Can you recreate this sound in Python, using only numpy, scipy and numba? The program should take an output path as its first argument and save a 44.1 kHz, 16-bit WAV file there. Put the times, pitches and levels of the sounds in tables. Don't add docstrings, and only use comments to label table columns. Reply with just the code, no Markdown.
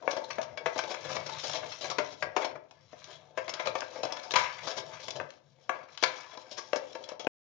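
import sys
import numpy as np
from scipy import signal
from scipy.fft import rfft, irfft
from scipy.io import wavfile
from scipy.ndimage import uniform_filter1d
from numba import njit

SR = 44100
rng = np.random.default_rng(int(sys.argv[2]) if len(sys.argv) > 2 else 0)


def file_out(sig):
    cols = np.atleast_2d(sig).T
    lim = np.clip(cols, -1, 1)
    pcm = np.round(lim * 32767).astype(np.int16)
    wavfile.write(sys.argv[1], SR, pcm)


def invert_db(x):
    u = np.asarray(x, float) / 20
    return 10 ** u


N = 331171


def unit(x):
    return x / np.sqrt(np.mean(x ** 2))


def band(x, lo_hz, hi_hz, order=2):
    return signal.sosfilt(signal.butter(order, [lo_hz, hi_hz], "bandpass", fs=SR, output="sos"), x)


def walk(rate_hz):
    hold = max(int(SR / rate_hz), N // 4000)
    levels = rng.standard_normal(4096)[np.arange(N) // hold]
    return 1.51 * uniform_filter1d(uniform_filter1d(levels, hold), hold)


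def mode_pole(hz, t60):
    return np.exp(2j * np.pi * hz / SR - np.log(1000) / (t60 * SR))


def ring(x, hz, t60):
    pole = mode_pole(hz, t60)
    return signal.lfilter([0, pole.imag], [1, -2 * pole.real, abs(pole) ** 2], x)


def unlike(hz):
    return np.clip(0.33 + 0.18 * np.log2(hz / 500), 0, .97)


def hum():
    # (frequency [Hz], level per Hz [dB])
    hum_spectrum = [(15, -71.5), (25, -35), (65, -22.5), (86, -6.5), (148, -4.5), (188, -19.5),
                    (232, -11.5), (295, -30.5), (559, -15), (676, -29.5), (2490, -37.5), (2810, -30.5),
                    (7250, -39), (9420, -75.5), (16000, -120)]
    spectrum_hz, spectrum_db = np.transpose(hum_spectrum)
    hz = np.arange(N // 2 + 1) * SR / N + 1
    colour = invert_db(np.interp(np.log(hz), np.log(spectrum_hz), spectrum_db))
    mid, other = unit(irfft(rfft(rng.standard_normal((2, N))) * colour, N))
    right = invert_db(-15.0) * (0.47 * mid + .8 * other)
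    return invert_db(-70.0) * np.array([mid, right])


def kitchen(x):
    # (centre [Hz], t60 [s], level [dB])
    echo_bands = [(258.7, 0.85, -7.5), (711, 0.45, -3.5), (1780, 0.38, -5.5), (3960, 0.26, -8),
                  (6440, 0.093, -7)]
    t = np.arange(SR // 2) / SR
    noise = rng.standard_normal((len(echo_bands), 2, len(t)))
    tail = np.zeros((2, len(t)))
    for (hz, t60, db), grain in zip(echo_bands, noise):
        decay = invert_db(db - 60 * t / t60) / np.sqrt(t60 * SR / 14)
        tail += decay * band(grain, hz / 1.67, hz * 1.53)
    tail *= np.clip((t - .003) / 0.006, 0, 1)
    return signal.fftconvolve(tail, x[None], axes=1)[:, :N]


def grip(level_db):
    worktop = unit(ring(rng.standard_normal(N), 145., 0.12))
    worktop = worktop + 0.53 * unit(ring(rng.standard_normal(N), 105., 0.13))
    return unit(band(worktop, 85., 310.0)) * invert_db(level_db + 2.0 * walk(22))


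def scrape(part, level_db, grain_db, flicker_db):
    slips = rng.standard_normal((2, N)) * invert_db(grain_db * walk(300) + 2.0 * walk(35))
    out = np.zeros((2, N))
    for hz, db, t60 in part:
        near, other = ring(slips, hz, t60) * invert_db(db + flicker_db * walk(16))
        far = np.sqrt(1 - unlike(hz) ** 2) * near + unlike(hz) * other
        out += [near, far]
    return unit(out) * invert_db(level_db)


@njit
def strike(contacts, poles, gains):
    out = np.zeros((len(contacts), 2, contacts.shape[1]))
    for e in range(len(contacts)):
        for m in range(poles.shape[1]):
            z = 0j
            for i in range(contacts.shape[1]):
                z = z * poles[e, m] + contacts[e, i] + 1e-18
                out[e, 0, i] += (gains[e, m, 0] * z).imag
                out[e, 1, i] += (gains[e, m, 1] * z).imag
    return out


def knocks(part, column, trim_db):
    # (time [s], hopper [dB], walls [dB], blades [dB], swell [ms], chatter [ms])
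    knock_events = [(0.024, -46.0, -58.5, -65, 0.7, 17), (0.077, -25, -26.5, -56, 0.3, 3.7),
                    (0.097, -36.5, -48, -55, 0.4, 3.1), (0.105, -39.5, -42, -38, 9.1, 4.9),
                    (0.126, -39.5, -49, -50.0, 4.2, 11.7), (0.164, -36.0, -44.5, -45, 3.6, 13),
                    (0.219, -44.5, -59, -68, 1.4, 5.5), (0.237, -50.5, -58, -48.5, 9.1, 6.1),
                    (0.284, -50, -62, -62, 3.2, 3.2), (0.301, -48, -37.5, -42.5, 6.7, 7.1),
                    (0.331, -61, -57, -49.0, 0.85, 2.4), (0.355, -51, -54, -56, 1.8, 2.5),
                    (0.383, -31.5, -37, -53, 0.74, 9), (0.414, -44, -49.0, -44.5, 1.9, 4.5),
                    (0.427, -48, -48, -46.5, 3.7, 6.9), (0.574, -44, -39, -45, 0.68, 9.4),
                    (0.659, -27.5, -28.0, -42, 0.7, 9.4), (0.759, -35, -47.5, -54.5, 1.8, 13.6),
                    (0.774, -40.5, -44, -41, 7.7, 9.8), (0.789, -36, -31.5, -35.5, 1.4, 6.8),
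                    (0.837, -39.5, -41.5, -45, 0.94, 6.9), (0.874, -40, -61, -58.0, 2.8, 4),
                    (0.891, -41.5, -43, -43.0, 25.0, 11.8), (0.938, -44.5, -41, -46, 9.1, 4.3),
                    (1.039, -43, -46.5, -46.0, 11, 15.1), (1.077, -41.5, -42, -46.5, 28, 12),
                    (1.113, -52, -48, -45.0, 21.2, 3.7), (1.141, -38, -47.5, -42, 16.4, 11),
                    (1.165, -36.5, -33.5, -41, 1.2, 5), (1.256, -42.5, -47.5, -43, 10.7, 11.0),
                    (1.287, -43.5, -45.5, -45, 7.7, 8.2), (1.31, -51, -62, -47, 14.6, 21),
                    (1.379, -60, -55, -44.0, 14, 17), (1.43, -41, -46.5, -39.5, 14, 25.0),
                    (1.496, -38, -42.5, -40.5, 0.9, 2.8), (1.526, -37, -42.5, -39, 31, 23.8),
                    (1.624, -41.5, -44, -68, 9.1, 11), (1.656, -45.0, -53, -54, 6.6, 13),
                    (1.715, -57, -45, -44, 5.8, 15.0), (1.808, -55, -56, -42, 3.1, 32),
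                    (1.838, -42.0, -40.5, -43, 6.9, 25), (1.9, -40, -39.5, -36, 1, 8.2),
                    (1.91, -39, -38.5, -40.5, 3.5, 9.1), (1.984, -29.5, -28, -35.5, 0.44, 10.3),
                    (2.113, -60, -56.5, -54, 18, 8.8), (2.223, -35.5, -30, -42, 2.7, 6.2),
                    (2.364, -27, -27, -37.5, 0.77, 12), (2.405, -38.5, -46, -45, 14, 19),
                    (2.444, -32.5, -39, -38.5, 2.2, 9.6), (2.496, -49, -54, -65.0, 21, 5.8),
                    (2.551, -41.5, -48, -63, 7.3, 4.9), (2.71, -58, -58, -56.5, 0.45, 4.8),
                    (2.927, -45.5, -55.5, -64, 4.9, 6.7), (3.042, -67, -65, -47.5, 1.1, 1.9),
                    (3.374, -32.5, -36.5, -47, 1.3, 16), (3.48, -40.5, -40.0, -45.5, 0.55, 5.6),
                    (3.49, -46, -41, -39.5, 4.9, 6.4), (3.538, -47.0, -44.5, -37.5, 1.0, 4.9),
                    (3.593, -36.0, -34.5, -44.5, 6.1, 10), (3.656, -36, -39.5, -43, 2.4, 10),
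                    (3.671, -31.5, -32, -36, 0.72, 9), (3.753, -34.5, -32.0, -42.5, 0.69, 7.7),
                    (3.788, -51, -48, -50.0, 0.7, 2.6), (3.806, -47.5, -44, -40.5, 0.7, 1.7),
                    (3.819, -41, -37.5, -58, 1, 8.3), (3.95, -43, -51.5, -59, 13, 7.1),
                    (4.032, -30.5, -41.5, -38, 1.2, 8), (4.05, -33.5, -45, -42, 1.7, 5.7),
                    (4.102, -44.5, -48, -62.5, 4.4, 9.3), (4.123, -39.5, -37, -36.5, 0.4, 5.3),
                    (4.161, -47, -46.5, -50, 11, 4.9), (4.18, -50, -53, -50, 19, 2.8),
                    (4.229, -55.5, -50.5, -49, 7.2, 25.0), (4.308, -46.5, -42.5, -35.5, 0.6, 4.5),
                    (4.318, -45, -49, -36, 0.7, 4.6), (4.338, -30.5, -29.5, -34.5, 0.3, 8.1),
                    (4.357, -37, -20.5, -27.5, 1.1, 13.5), (4.382, -40.5, -33.5, -37, 1.8, 37),
                    (4.622, -49, -56, -47.0, 16, 48), (4.667, -38, -40.5, -42.5, 6.9, 26),
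                    (4.762, -42, -42.5, -39, 20.7, 14.6), (4.92, -52, -49, -53.5, 21, 11.0),
                    (5.032, -52.5, -57.0, -54, 4.3, 15), (5.082, -40.5, -41, -40.0, 1.3, 4.4),
                    (5.106, -49, -50.5, -37.5, 0.99, 3.5), (5.15, -40, -55.5, -46.0, 15.2, 9),
                    (5.2, -38, -35.0, -56, 0.54, 1.7), (5.21, -39, -47.5, -60, 1.8, 3.6),
                    (5.247, -50, -69, -77, 6.7, 6.2), (5.305, -60, -55, -52.5, 0.4, 1.3),
                    (5.693, -31.5, -28, -44.5, 1.3, 4), (5.74, -45, -50, -66.0, 10, 29),
                    (5.975, -61, -47, -41.5, 0.6, 5.7), (6.026, -29.5, -31.5, -31, 0.6, 8.1),
                    (6.034, -33, -22, -25, 4.1, 3.6), (6.331, -49.5, -69, -58, 5.3, 13),
                    (6.373, -45, -46, -49.5, 1.4, 4.8), (6.51, -48, -62, -45.5, 3.7, 22),
                    (6.567, -45, -44.0, -41.5, 18.3, 13), (6.731, -25, -30, -43, 1.7, 2),
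                    (6.758, -33, -40, -39, 2.1, 8.6), (6.95, -40, -45.5, -50.5, 2.1, 7.1),
                    (7.035, -60.5, -64, -47.5, 7.3, 3.3), (7.087, -45, -51.5, -45.5, 2.5, 13),
                    (7.116, -38.5, -72, -57.5, 3.4, 5.0), (7.195, -42.5, -49.5, -45, 1.1, 20),
                    (7.246, -40.5, -60.5, -53, 1.4, 1.9), (7.269, -24, -31, -50, 0.87, 0.94)]
    place_db, detune = 4, 0.021
    hz, db, t60 = np.transpose(part)
    table = np.array(knock_events)
    t = np.arange(6144) / SR
    grit, size = rng.standard_normal((len(table), 2, len(t))).transpose(1, 0, 2)
    place, tune, path = rng.standard_normal((len(table), 3, len(part))).transpose(1, 0, 2)

    swell = np.maximum(table[:, 4:5], .1) / 1000
    chatter = np.maximum(table[:, 5:6], .5) / 1000
    force = np.minimum(t / swell, 1) * np.exp(-np.maximum(t - swell, 0) / (0.92 * chatter))
    contacts = force * grit * np.exp(0.39 * size)
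    contacts[:, :1] += 7.5 * np.exp(-swell / 0.0018)

    poles = mode_pole(hz * (1 + detune * tune), t60)
    near = invert_db(db + place_db * place) + 0j
    far = near * np.exp(2.4j * unlike(hz) * path)
    blows = strike(contacts, poles, np.stack([near, far], axis=-1))

    out = np.zeros((2, N + len(t)))
    for row, blow, crest in zip(table, blows, (swell[:, 0] * SR).astype(int)):
        loudest = np.sqrt(np.mean(blow[0, max(crest - 90, 0):crest + 270] ** 2))
        start = int(row[0] * SR)
        out[:, start:start + len(t)] += blow * invert_db(row[column] + trim_db) / loudest
    return out[:, :N]


def scene():
    # (time [s], hopper [dB], walls [dB], blades [dB], grip rumble [dB])
    scrape_levels = [(0.0, -62, -68, -63.5, -72), (0.12, -40, -55.5, -57, -71), (0.28, -45, -70, -61, -73),
                     (0.42, -57, -47.5, -67.5, -53), (0.63, -49.5, -89, -69, -72),
                     (0.67, -52.5, -64, -48, -50), (0.71, -49, -57, -58, -69), (0.79, -49.5, -54, -45, -57),
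                     (0.89, -42, -57.5, -54, -72), (1.03, -49, -45.5, -46, -58.5),
                     (1.19, -42, -48, -51.5, -51), (1.44, -58.5, -48, -42.5, -65.5),
                     (1.52, -51, -44, -43, -54), (1.56, -48.5, -48, -46, -70),
                     (1.58, -45, -55.5, -47.5, -51), (1.8, -58, -59, -53, -67),
                     (1.84, -43, -49.5, -50, -57), (2.19, -71, -65, -58.5, -64), (2.23, -32, -64, -52, -52),
                     (2.31, -59, -75, -76, -62), (2.39, -49, -61.5, -52, -58), (2.43, -47, -36, -53, -75),
                     (2.57, -54, -88, -94, -57.5), (2.61, -73, -84, -81, -73), (2.75, -72, -77, -71.5, -72),
                     (3.0, -67.5, -63, -63, -62), (3.1, -58, -51.5, -55, -66), (3.34, -55, -72, -74, -63),
                     (3.44, -59, -65, -59, -59), (3.54, -46, -44, -60, -63), (3.62, -63, -45.5, -49.5, -75),
                     (3.66, -39, -53.5, -60, -48), (3.83, -57.5, -57.5, -59, -68.5),
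                     (4.01, -47.5, -50, -51, -69), (4.05, -49, -49, -52, -49.5),
                     (4.21, -53, -52.5, -54.5, -75), (4.31, -44, -54, -53.5, -72),
                     (4.37, -56.5, -33, -40, -48), (4.55, -63, -48, -53, -74), (4.66, -57, -53, -53, -58),
                     (4.72, -50, -48, -43, -76), (4.78, -42.5, -61, -58, -56), (4.96, -53, -53, -56, -59),
                     (5.0, -54, -53, -49.5, -70), (5.08, -51, -59, -48, -54), (5.1, -53, -59, -52, -63),
                     (5.2, -56, -65, -73, -49.5), (5.3, -76, -67, -64, -72), (5.41, -81, -78, -77, -72),
                     (5.67, -61, -72, -66.5, -70), (5.83, -55, -57, -61, -70), (5.87, -63, -60.5, -80, -84),
                     (5.93, -64, -62.5, -55.5, -68), (5.99, -62, -60, -68, -88),
                     (6.03, -66, -60.5, -45, -58), (6.14, -74, -48, -52, -75), (6.46, -55, -59, -58.5, -79),
                     (6.76, -60.5, -63.5, -58, -72.5), (7.05, -50, -61, -61, -74),
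                     (7.11, -55, -54, -63, -75), (7.15, -52.5, -68.5, -72, -79),
                     (7.27, -112, -111, -136, -69.5)]
    # (frequency [Hz], level [dB], t60 [s]); the shortest rings are the broad crack
    hopper_modes = [(255, -14.5, 0.055), (343, -10, .05), (403, -8, .06), (525.8, 4.5, 0.16),
                    (632.1, 6.5, 0.083), (720, 1, .07), (876.5, 0, 0.084), (619, 10.5, 0.024)]
    wall_modes = [(1021, 0.5, 0.053), (1138, 1, .04), (1243, -0.5, 0.03), (1417, -8, 0.028),
                  (1600, 3.5, 0.024), (1717, -2.5, .05), (1920, -7.5, 0.03), (2090, -5, 0.033),
                  (2246, -1.5, 0.033), (2563, -7.5, 0.091), (1325, 12.5, 0.0046), (2176, 13, 0.0053)]
    blade_modes = [(3144, -4.5, 0.038), (3379, 1.5, 0.032), (3680, -2.5, 0.028), (4090, 1.5, 0.018),
                   (4619, 2, 0.02), (4950, -18.5, .03), (5500, -7.5, 0.058), (5890, -2.5, 0.041),
                   (6300, -20.5, 0.041), (3940, 13.5, 0.0033), (5280, 17, .003), (6680, 13.5, 0.0017)]
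    s, *columns = np.transpose(scrape_levels)
    t = np.arange(N) / SR
    hopper_db, wall_db, blade_db, grip_db = (np.interp(t, s, levels) for levels in columns)

    hopper = knocks(hopper_modes, column=1, trim_db=5.0)
    hopper += scrape(hopper_modes, hopper_db + 4.5, grain_db=3.0, flicker_db=5.0)
    walls = knocks(wall_modes, column=2, trim_db=6.5)
    walls += scrape(wall_modes, wall_db + 2.5, grain_db=3.0, flicker_db=3.5)
    blades = knocks(blade_modes, column=3, trim_db=6.5)
    blades += scrape(blade_modes, blade_db + 4.0, grain_db=3.0, flicker_db=3.0)

    chopper = band(hopper, 300.0, 1800.0) + band(walls, 820.0, 3600.) + band(blades, 2500., 7800.0)
    direct = (chopper + grip(grip_db + 2.0)) * invert_db([[0], [-13.5]])  # left, right [dB]
    echoes = kitchen(chopper[0]) * invert_db([[0], [-12.5]])
    return direct + echoes + hum()


def band_limit(x):
    return signal.sosfilt(signal.butter(12, 15500, fs=SR, output="sos"), x)


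def record(dry):
    t = np.arange(N) / SR
    narrow = signal.sosfilt(signal.cheby1(6, .5, 6700., fs=SR, output="sos"), dry)
    mirror = narrow * np.cos(2 * np.pi * 16000 * t)
    wide = narrow + invert_db(-7.5) * band(mirror, 7950.0, 9070.0, order=3)
    wide += invert_db(-49.0) * band(mirror, 10500., 14500.)
    stop_s = 7.2775
    return band_limit(wide * (t < stop_s))


dry = scene()
out = record(dry)
file_out(out)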